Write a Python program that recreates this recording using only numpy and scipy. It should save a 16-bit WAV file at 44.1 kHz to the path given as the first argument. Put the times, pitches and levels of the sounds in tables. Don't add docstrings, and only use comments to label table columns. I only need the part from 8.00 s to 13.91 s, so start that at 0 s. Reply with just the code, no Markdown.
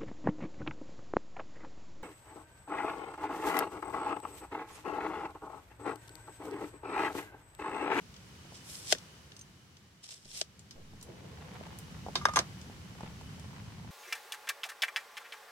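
import sys
import numpy as np
from scipy import signal
from scipy.fft import rfft, irfft
from scipy.io import wavfile

SR = 44100
rng = np.random.default_rng(int(sys.argv[2]) if len(sys.argv) > 2 else 0)


def output_pcm(signal):
    pcm = np.clip(np.atleast_2d(signal).T, -1, 1) * 32767
    wavfile.write(sys.argv[1], SR, np.round(pcm).astype(np.int16))


N = 260471

# f/Hz, correlation
FAR_LIKENESS = [(60, 0.9), (130, 0.95), (290, 0.78), (640, 0.35), (1400, 0.025), (3100, 0.023)]
# f/Hz, correlation
NEAR_LIKENESS = [(300, 1), (800, 0.43), (1500, -0.29), (3000, -0.2), (8000, -0.043)]

PORT_LAG_S = 0.00011
EDGES = np.geomspace(22, 17000, 28)
CENTRES = np.sqrt(EDGES[1:] * EDGES[:-1])
AGE = np.arange(SR // 5) / SR


def click_response(band_hz):
    sos = signal.butter(2, band_hz, "band", fs=SR, output="sos")
    return signal.sosfilt(sos, (AGE == 0) + 1e-18)


BANK = np.array([click_response(band_hz) for band_hz in zip(EDGES, EDGES[1:])])


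def onion():
    # f/Hz, relative density/dB per Hz
    crunch_spectrum = [(100, -34), (600, -7.5), (1000, -13), (2000, -7), (2900, 1), (4200, 2.5), (5600, 4),
                       (8400, -1), (10000, -37), (16000, -33)]
    # t at full force/s, attack/s, hold/s, release/s,
    # crunch relative level/dB, juice level re crunch/dB
    pushes = [(0.554, 0.045, 0, 0.082, -50.5, -14), (0.697, 0.084, 0.062, 0.27, -50.5, 1),
              (0.921, 0.079, 0, 0.03, -33.5, -7.5), (2.038, .016, 0.033, 0.051, -52, -16),
              (2.093, 0.013, 0.039, 0.081, -49, -11), (2.369, 0.12, 0.041, .03, -42.5, -8.5)]
    # f/Hz, width/Hz, relative level/dB
    damped_blade = [(3370, 1200, -11.5), (5230, 350, -6.5), (8250, 520, -8.5)]
    # t/s, relative level/dB
    layer_snaps = [(.555, -51), (0.754, -40), (2.041, -43.5), (2.09, -41.5), (2.107, -42), (2.123, -44),
                   (2.255, -50.5), (2.315, -46)]
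    # f/Hz, relative density/dB per Hz
    spray = [(2000, -47), (7000, -1), (9500, 0), (12000, -5), (13500, -7), (16000, -2)]

    pressure, juice = 0, 0
    for s, attack_s, hold_s, release_s, db, juice_db in pushes:
        push = from_db(db) * swell(s, attack_s, release_s, hold_s)
        pressure = np.hypot(pressure, push)
        juice = np.hypot(juice, push * from_db(juice_db))

    cells = grains(per_s=2500, spread_db=1.5, clump_db=2.2)
    singing = 0
    for k, (hz, width_hz, db) in enumerate(damped_blade):
        peak = signal.iirpeak(hz, hz / width_hz, fs=SR)
        singing = singing + from_db(db) * rms_one(signal.lfilter(*peak, cells[k % 2]))
    out = pressure * (from_db(-2.0) * coloured(cells, crunch_spectrum, NEAR_LIKENESS) + singing)

    droplets = grains(per_s=5000, spread_db=1.5, clump_db=0.5)
    out += juice * coloured(droplets, spray, NEAR_LIKENESS)
    for s, db in layer_snaps:
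        snap = burst(crunch_spectrum, t60=0.013, tail_db=-13, tail_t60=0.051, tilt_db=-1.0)
        add(out, s, from_db(db) * snap)
    wet_cut_hz = 12600
    return signal.sosfilt(signal.butter(6, wet_cut_hz, fs=SR, output="sos"), out)


def knife():
    # t/s, crack relative level/dB, thud relative level/dB,
    # knock relative level/dB, crack tilt/dB per octave
    chops = [(0.9243, -15, -17.5, -14, 8.5), (.927, -21, -42, -34, -4), (0.9487, -36.5, -55, -53, -7.5),
             (2.4133, -23.5, -33, -41, 2)]
    # f/Hz, relative level/dB, t60/s
    board_modes = [(350, -9, 0.039), (456, -6, 0.029), (617, 3, 0.026), (724, 2, 0.014), (1513, -9, .022),
                   (2030, -3, 0.011), (3220, -8, .03), (4250, -20, 0.028)]
    # f/Hz, relative density/dB per Hz
    crack_spectrum = [(40, -52), (220, -34), (500, -8), (1000, -16.5), (1800, 4.5), (2300, -11),
                      (2950, 10.5), (3900, 3), (5000, 4), (6400, 7.5), (8000, -12.5), (11000, -18),
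                      (16000, -53)]
    # t/s, scrape relative level/dB, ring relative level/dB, tilt/dB per octave
    touches = [(0.141, -51, -75, 1), (0.164, -48, -72, 1), (0.983, -44, -78, 6), (1.319, -48, -58.5, -5),
               (1.365, -47, -58.5, 9.5), (1.392, -48.5, -58.5, 11), (1.412, -49, -58, 10),
               (1.769, -54.5, -76, 0)]
    # f/Hz, relative level/dB, t60/s
    blade_modes = [(2840, 6, 0.013), (6500, -26, 0.023), (6260, 0.5, 0.06), (8600, -10, 0.068)]

    out = np.zeros((2, N))
    for s, crack_db, thud_db, knock_db, tilt_db in chops:
        crack = burst(crack_spectrum, t60=0.018, tail_db=-25.5, tail_t60=0.16,
                      tilt_db=tilt_db, direct_db=13, crowd_db=1)
        crack = crack * from_db([[.7], [-.7]])
        board_colour = [(700, thud_db), (1500, knock_db)]
        thud = ring(board_modes, board_colour, uneven_db=0.3, contact_s=0.0003)
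        thud = thud * from_db([[1.3], [-1.3]])
        add(out, s, from_db(crack_db) * crack + thud)
    for s, scrape_db, ring_db, tilt_db in touches:
        scrape = burst(crack_spectrum, t60=0.026, tail_db=-17, tail_t60=.08, tilt_db=tilt_db)
        blade_colour = [(3000, 7.0 - tilt_db), (7000, 1.5 + tilt_db)]
        tinkle = ring(blade_modes, blade_colour, uneven_db=3.0, contact_s=0.00022)
        add(out, s, from_db(scrape_db) * scrape + from_db(ring_db) * tinkle)
    return out


def pan():
    # t/s, relative level/dB, ring time/share of free time, favoured f/Hz, lift/dB
    hits = [(4.155, -27.5, 0.86, 4540, 8), (4.213, -52, 3.3, 1300, 7), (4.254, -21.5, 0.42, 1430, 8.5),
            (4.2855, -39, 0.36, 910, 19), (4.2915, -41, 0.84, 1160, 10), (4.3361, -42.5, 1.1, 7540, 10),
            (4.3596, -23, .8, 6640, 7.5), (4.3689, -24, 0.87, 1020, 9), (4.3896, -22.5, 0.44, 6040, 7.5)]
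    # f/Hz, relative level/dB, free t60/s
    pan_modes = [(365, -15.5, 0.2), (729, -14.5, 0.07), (942, 2.5, 0.024), (894, -2, 0.014),
                 (1034, -3, 0.045), (1180, 7.5, 0.038), (1210, -21, 0.082), (1325, -34, 0.011),
                 (1630, -10, 0.08), (1780, -21, 0.035), (2270, -35, 0.21), (2080, -11.5, 0.086),
                 (3330, -10, 0.031), (3680, -16, 0.1), (3970, -19, 0.025), (4730, -22, 0.063),
                 (5250, -6.5, 0.065), (6210, -12, 0.092), (5830, -19, 0.04), (6330, -6, 0.054),
                 (6400, -33, 0.052), (8200, -19, 0.039), (9170, -18, 0.038), (11300, -21.5, 0.049)]
    # f/Hz, relative density/dB per Hz
    clatter_spectrum = [(40, -53), (200, -10.5), (400, -1), (900, 3), (1300, 2.5), (2500, -4), (5000, -5.5),
                        (7000, -12.5), (9000, -14), (12000, -45), (16000, -30)]
    # f/Hz, relative level/dB, t60/s
    rim_modes = [(1230, -15, .3), (2100, -21, .2)]
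    favoured_octaves = 0.51

    out = np.zeros((2, N))
    for s, hit_db, free, favoured_hz, lift_db in hits:
        octaves_off = np.log2(CENTRES / favoured_hz)
        colour_db = hit_db + lift_db * np.exp(-.5 * (octaves_off / favoured_octaves) ** 2)
        spectrum = at_hz(clatter_spectrum, CENTRES) + colour_db
        strength = np.sqrt(np.average(from_db(spectrum) ** 2, weights=np.diff(EDGES)))
        clatter = burst(np.c_[CENTRES, spectrum], t60=0.019 * free, tail_db=-9,
                        tail_t60=0.17 * free, direct_db=12.5, crowd_db=-4)
        modes = [(hz, db, t60 * free) for hz, db, t60 in pan_modes] + rim_modes
        clang = ring(modes, np.c_[CENTRES, colour_db], uneven_db=4.5, contact_s=0.00042)
        add(out, s, from_db(7.5) * strength * clatter + from_db(-2.5) * clang)
    return out * from_db([[-.6], [.6]])


def embers():
    # t/s, relative level/dB, centre f/Hz
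    ticks = [(2.593, -50.5, 7100), (2.709, -43.5, 5600), (2.712, -61, 2030), (3.012, -50.5, 6400),
             (3.027, -44.5, 8700), (3.539, -58, 9000), (3.787, -43.5, 10600), (4.614, -48.5, 6300),
             (5.396, -52, 8200)]
    out = np.zeros((2, N))
    for s, db, hz in ticks:
        hump = [(hz / 20, -45), (hz / 5, -25), (hz / 2.9, -9), (hz, 0), (hz * 1.64, -17), (hz * 4, -35)]
        add(out, s, from_db(db) * burst(hump, t60=0.014, tail_db=-8.5, tail_t60=0.13))
    return out


def handling():
    # t at top/s, attack/s, release/s, hold/s, level/dB
    moves = [(3.54, 0.57, 0.25, 0.13, -52), (5.013, 0.046, 0.11, 0.029, -49),
             (5.538, .15, 0.26, 0.071, -55.5)]
    # f/Hz, relative density/dB per Hz
    rustle_spectrum = [(150, -46), (250, -14), (537, -2.5), (632, -7), (843, 4), (1310, -4), (1540, -3),
                       (5000, -4.5), (6500, -58), (11000, -120)]
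    # t at top/s, attack/s, release/s, level/dB
    scuffs = [(2.775, 0.042, 0.14, -56.5), (3.09, 0.062, 0.14, -50), (3.24, 0.082, 0.71, -56.5),
              (3.59, 0.22, 0.3, -60)]
    # t/s, relative level/dB,
    # tilt/dB per octave
    bumps = [(.452, -46.5, -6.5), (0.522, -46, 1), (2.256, -43.5, -9.5), (2.757, -35, -12),
             (2.788, -44, -10.5), (2.934, -38.5, -9.5), (3.611, -36, -5.5), (3.667, -42, 6),
             (4.0644, -31.5, -.5), (4.0851, -31.5, 2), (4.473, -56, 8), (4.698, -42.5, -2.5),
             (5.008, -38, 5.5), (5.034, -33, -7), (5.212, -42, 6.5), (5.53, -46, 2)]
    # f/Hz, relative density/dB per Hz
    bump_spectrum = [(30, -34), (150, -10), (400, -6), (650, -4), (880, -2), (1200, -19), (1800, -37),
                     (5000, -39), (16000, -68)]
    # f/Hz, relative density/dB per Hz
    hollow = [(60, -38), (280, -3.0), (500, 2), (800, -16.0), (3000, -57)]
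    busy_from_s, rustle_db, rustle_attack_s = 3.2, -58.5, 0.33
    faint_count, faint_db, faint_spread_db = 9, -49, 3
    rustle_top_hz = 2400

    steady = from_db(rustle_db) * swell(busy_from_s, rustle_attack_s, rustle_attack_s, hold_s=N / SR)
    move_power = sum((from_db(db) * swell(*shape)) ** 2 for *shape, db in moves)
    moving = np.sqrt(steady ** 2 + move_power)
    rustle_grains = grains(per_s=700, spread_db=3.2, clump_db=2.8)
    out = moving * coloured(rustle_grains, rustle_spectrum, FAR_LIKENESS)
    out = signal.sosfilt(signal.butter(2, rustle_top_hz, fs=SR, output="sos"), out)

    scuffing = sum(from_db(db) * swell(*shape) for *shape, db in scuffs)
    out += scuffing * coloured(rng.standard_normal((2, 2, N)), hollow, FAR_LIKENESS)

    faint = []
    for when, size in rng.random((faint_count, 2)):
        s = busy_from_s + when * (N / SR - busy_from_s)
        faint.append((s, faint_db + faint_spread_db * (2 * size - 1), 0))
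    for s, db, tilt_db in bumps + faint:
        bump = burst(bump_spectrum, t60=.02, tail_db=-19, tail_t60=.12,
                     tilt_db=tilt_db, direct_db=17, crowd_db=-8)
        add(out, s, from_db(db) * bump)
    return out


def open_air():
    # t/s, rumble relative level/dB, hiss relative level/dB
    air_levels = [(0.0, -56, -64.5), (0.89, -58, -60.5), (1.55, -60, -68), (2.15, -66.5, -71.5),
                  (3.11, -53.5, -65.5), (4.23, -47, -60), (4.92, -50, -62.5), (5.33, -48, -61.5),
                  (5.91, -47, -64)]
    # f/Hz, relative density/dB per Hz
    rumble_spectrum = [(15, -51), (25, -32), (75, 0.5), (135, -1), (202, -1), (277, -21.5), (436, -21),
                       (600, -32.5), (780, -45), (1320, -120)]
    # f/Hz, relative density/dB per Hz
    hiss_spectrum = [(180, -38), (300, 3.5), (511, -3.5), (624, -5), (885, -3.5), (1300, -4), (2320, -5.5),
                     (2930, -6.5), (3890, -8), (5250, -7), (11500, -20), (14700, -17), (16000, -49)]

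    rumble_db, hiss_db = in_time(air_levels)
    rumble = coloured(rng.standard_normal((2, 2, N)), rumble_spectrum, FAR_LIKENESS)
    rumble = from_db(rumble_db + 1) * rumble
    hiss = coloured(rng.standard_normal((2, 2, N)), hiss_spectrum, FAR_LIKENESS)

    singing_hz, width_hz = 3000, 220
    peak = signal.iirpeak(singing_hz, singing_hz / width_hz, fs=SR)
    singing = signal.lfilter(*peak, rng.standard_normal((2, N)))
    singing = rms_one(signal.lfilter(*peak, singing))
    waver = from_db(-13.5 + 2.5 * drift(rate=18))
    return rumble + from_db(hiss_db + 6) * (hiss + waver * singing)


def burst(spectrum, t60, tail_db, tail_t60, tilt_db=0, direct_db=8, crowd_db=0):
    envelope = from_db(crowd_db) * dying(t60) + from_db(tail_db) * dying(tail_t60)
    drive = rng.choice([-1, 1], (2, 2, len(AGE))) * envelope
    direct = from_db(direct_db) * pulse(spectrum, tilt_db)
    return direct + coloured(drive, spectrum, NEAR_LIKENESS, tilt_db)


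def pulse(spectrum, tilt_db):
    hz = np.arange(1, len(AGE) // 2 + 2) * SR / len(AGE)
    magnitude = from_db(at_hz(spectrum, hz) + tilt_db * np.log2(hz))
    cepstrum = irfft(np.log(magnitude), len(AGE))
    causal = (AGE < AGE[-1] / 2) * (AGE > 0)
    response = np.exp(rfft(2 * cepstrum * causal))
    lag = np.exp(-2j * np.pi * hz * np.array([[0], [PORT_LAG_S]]))
    pair = irfft(response * lag, len(AGE))
    return pair / np.linalg.norm(pair[0])


def ring(modes, colour, uneven_db, contact_s):
    out = 0
    for k, (hz, db, t60) in enumerate(modes):
        scatter = min(hz / 4000, 1) ** 2
        phase = 2 * np.pi * hz * (AGE - np.array([[0], [PORT_LAG_S]]))
        phase = phase + scatter * rng.uniform(-np.pi, np.pi, (2, 1))
        offset_db = uneven_db * (rng.normal() + scatter * rng.normal(size=(2, 1)))
        strength = from_db(db + at_hz(colour, hz) + offset_db)
        out = out + (-1) ** k * strength * np.sin(phase) * dying(t60)
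    out = out * (1 - np.exp(-AGE / contact_s))
    return signal.sosfilt(signal.butter(2, 250, "high", fs=SR, output="sos"), out)


def grains(per_s, spread_db, clump_db):
    sizes = from_db(spread_db * np.minimum(rng.exponential(1, (2, 2, N)), 4))
    snaps = sizes * rng.choice([-1, 1], sizes.shape) * (rng.random(N) < per_s / SR)
    return rms_one(snaps * from_db(clump_db * drift(rate=160)))


def coloured(drive, spectrum, likeness, tilt_db=0):
    gains = from_db(at_hz(spectrum, CENTRES) + tilt_db * np.log2(CENTRES))
    gains = gains / np.sqrt(np.sum(gains ** 2 * np.diff(EDGES)) * 2 / SR)
    alike = np.clip(at_hz(likeness, CENTRES), -1, 1)
    shares = gains * np.sqrt(np.array([1 + alike, 1 - alike]) / 2)
    responses = np.array([shares[:, k::2] @ BANK[k::2] for k in (0, 1)])
    mid, side = signal.fftconvolve(drive, responses, axes=-1).sum(axis=0)[:, :drive.shape[-1]]
    return np.array([mid + side, mid - side])


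def swell(top_s, attack_s, release_s, hold_s=0):
    t = np.arange(N) / SR - top_s
    away = np.maximum(-t, 0) / attack_s + np.maximum(t - hold_s, 0) / release_s
    return from_db(-np.minimum(20 * away, 200))


def drift(rate):
    return np.interp(np.arange(N) / SR * rate, np.arange(4000), rng.standard_normal(4000))


def dying(t60):
    return from_db(-60 * AGE / t60)


def from_db(db):
    return 10 ** (np.asarray(db) / 20)


def rms_one(x):
    return x / np.sqrt(np.mean(x ** 2) + 1e-20)


def in_time(rows):
    s, *columns = np.transpose(rows)
    return [np.interp(np.arange(N) / SR, s, c) for c in columns]


def at_hz(points, hz):
    known_hz, values = np.transpose(points)
    return np.interp(np.log(hz), np.log(known_hz), values)


def add(out, s, sound):
    start = round(s * SR)
    out[:, start:start + sound.shape[1]] += sound[:, :N - start]


def scene():
    return onion() + knife() + pan() + handling() + embers() + open_air()


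def record(dry):
    cutoff_hz = 15900
    return signal.sosfilt(signal.ellip(10, .1, 80, cutoff_hz, fs=SR, output="sos"), dry)


dry = scene()
out = record(dry)
output_pcm(out)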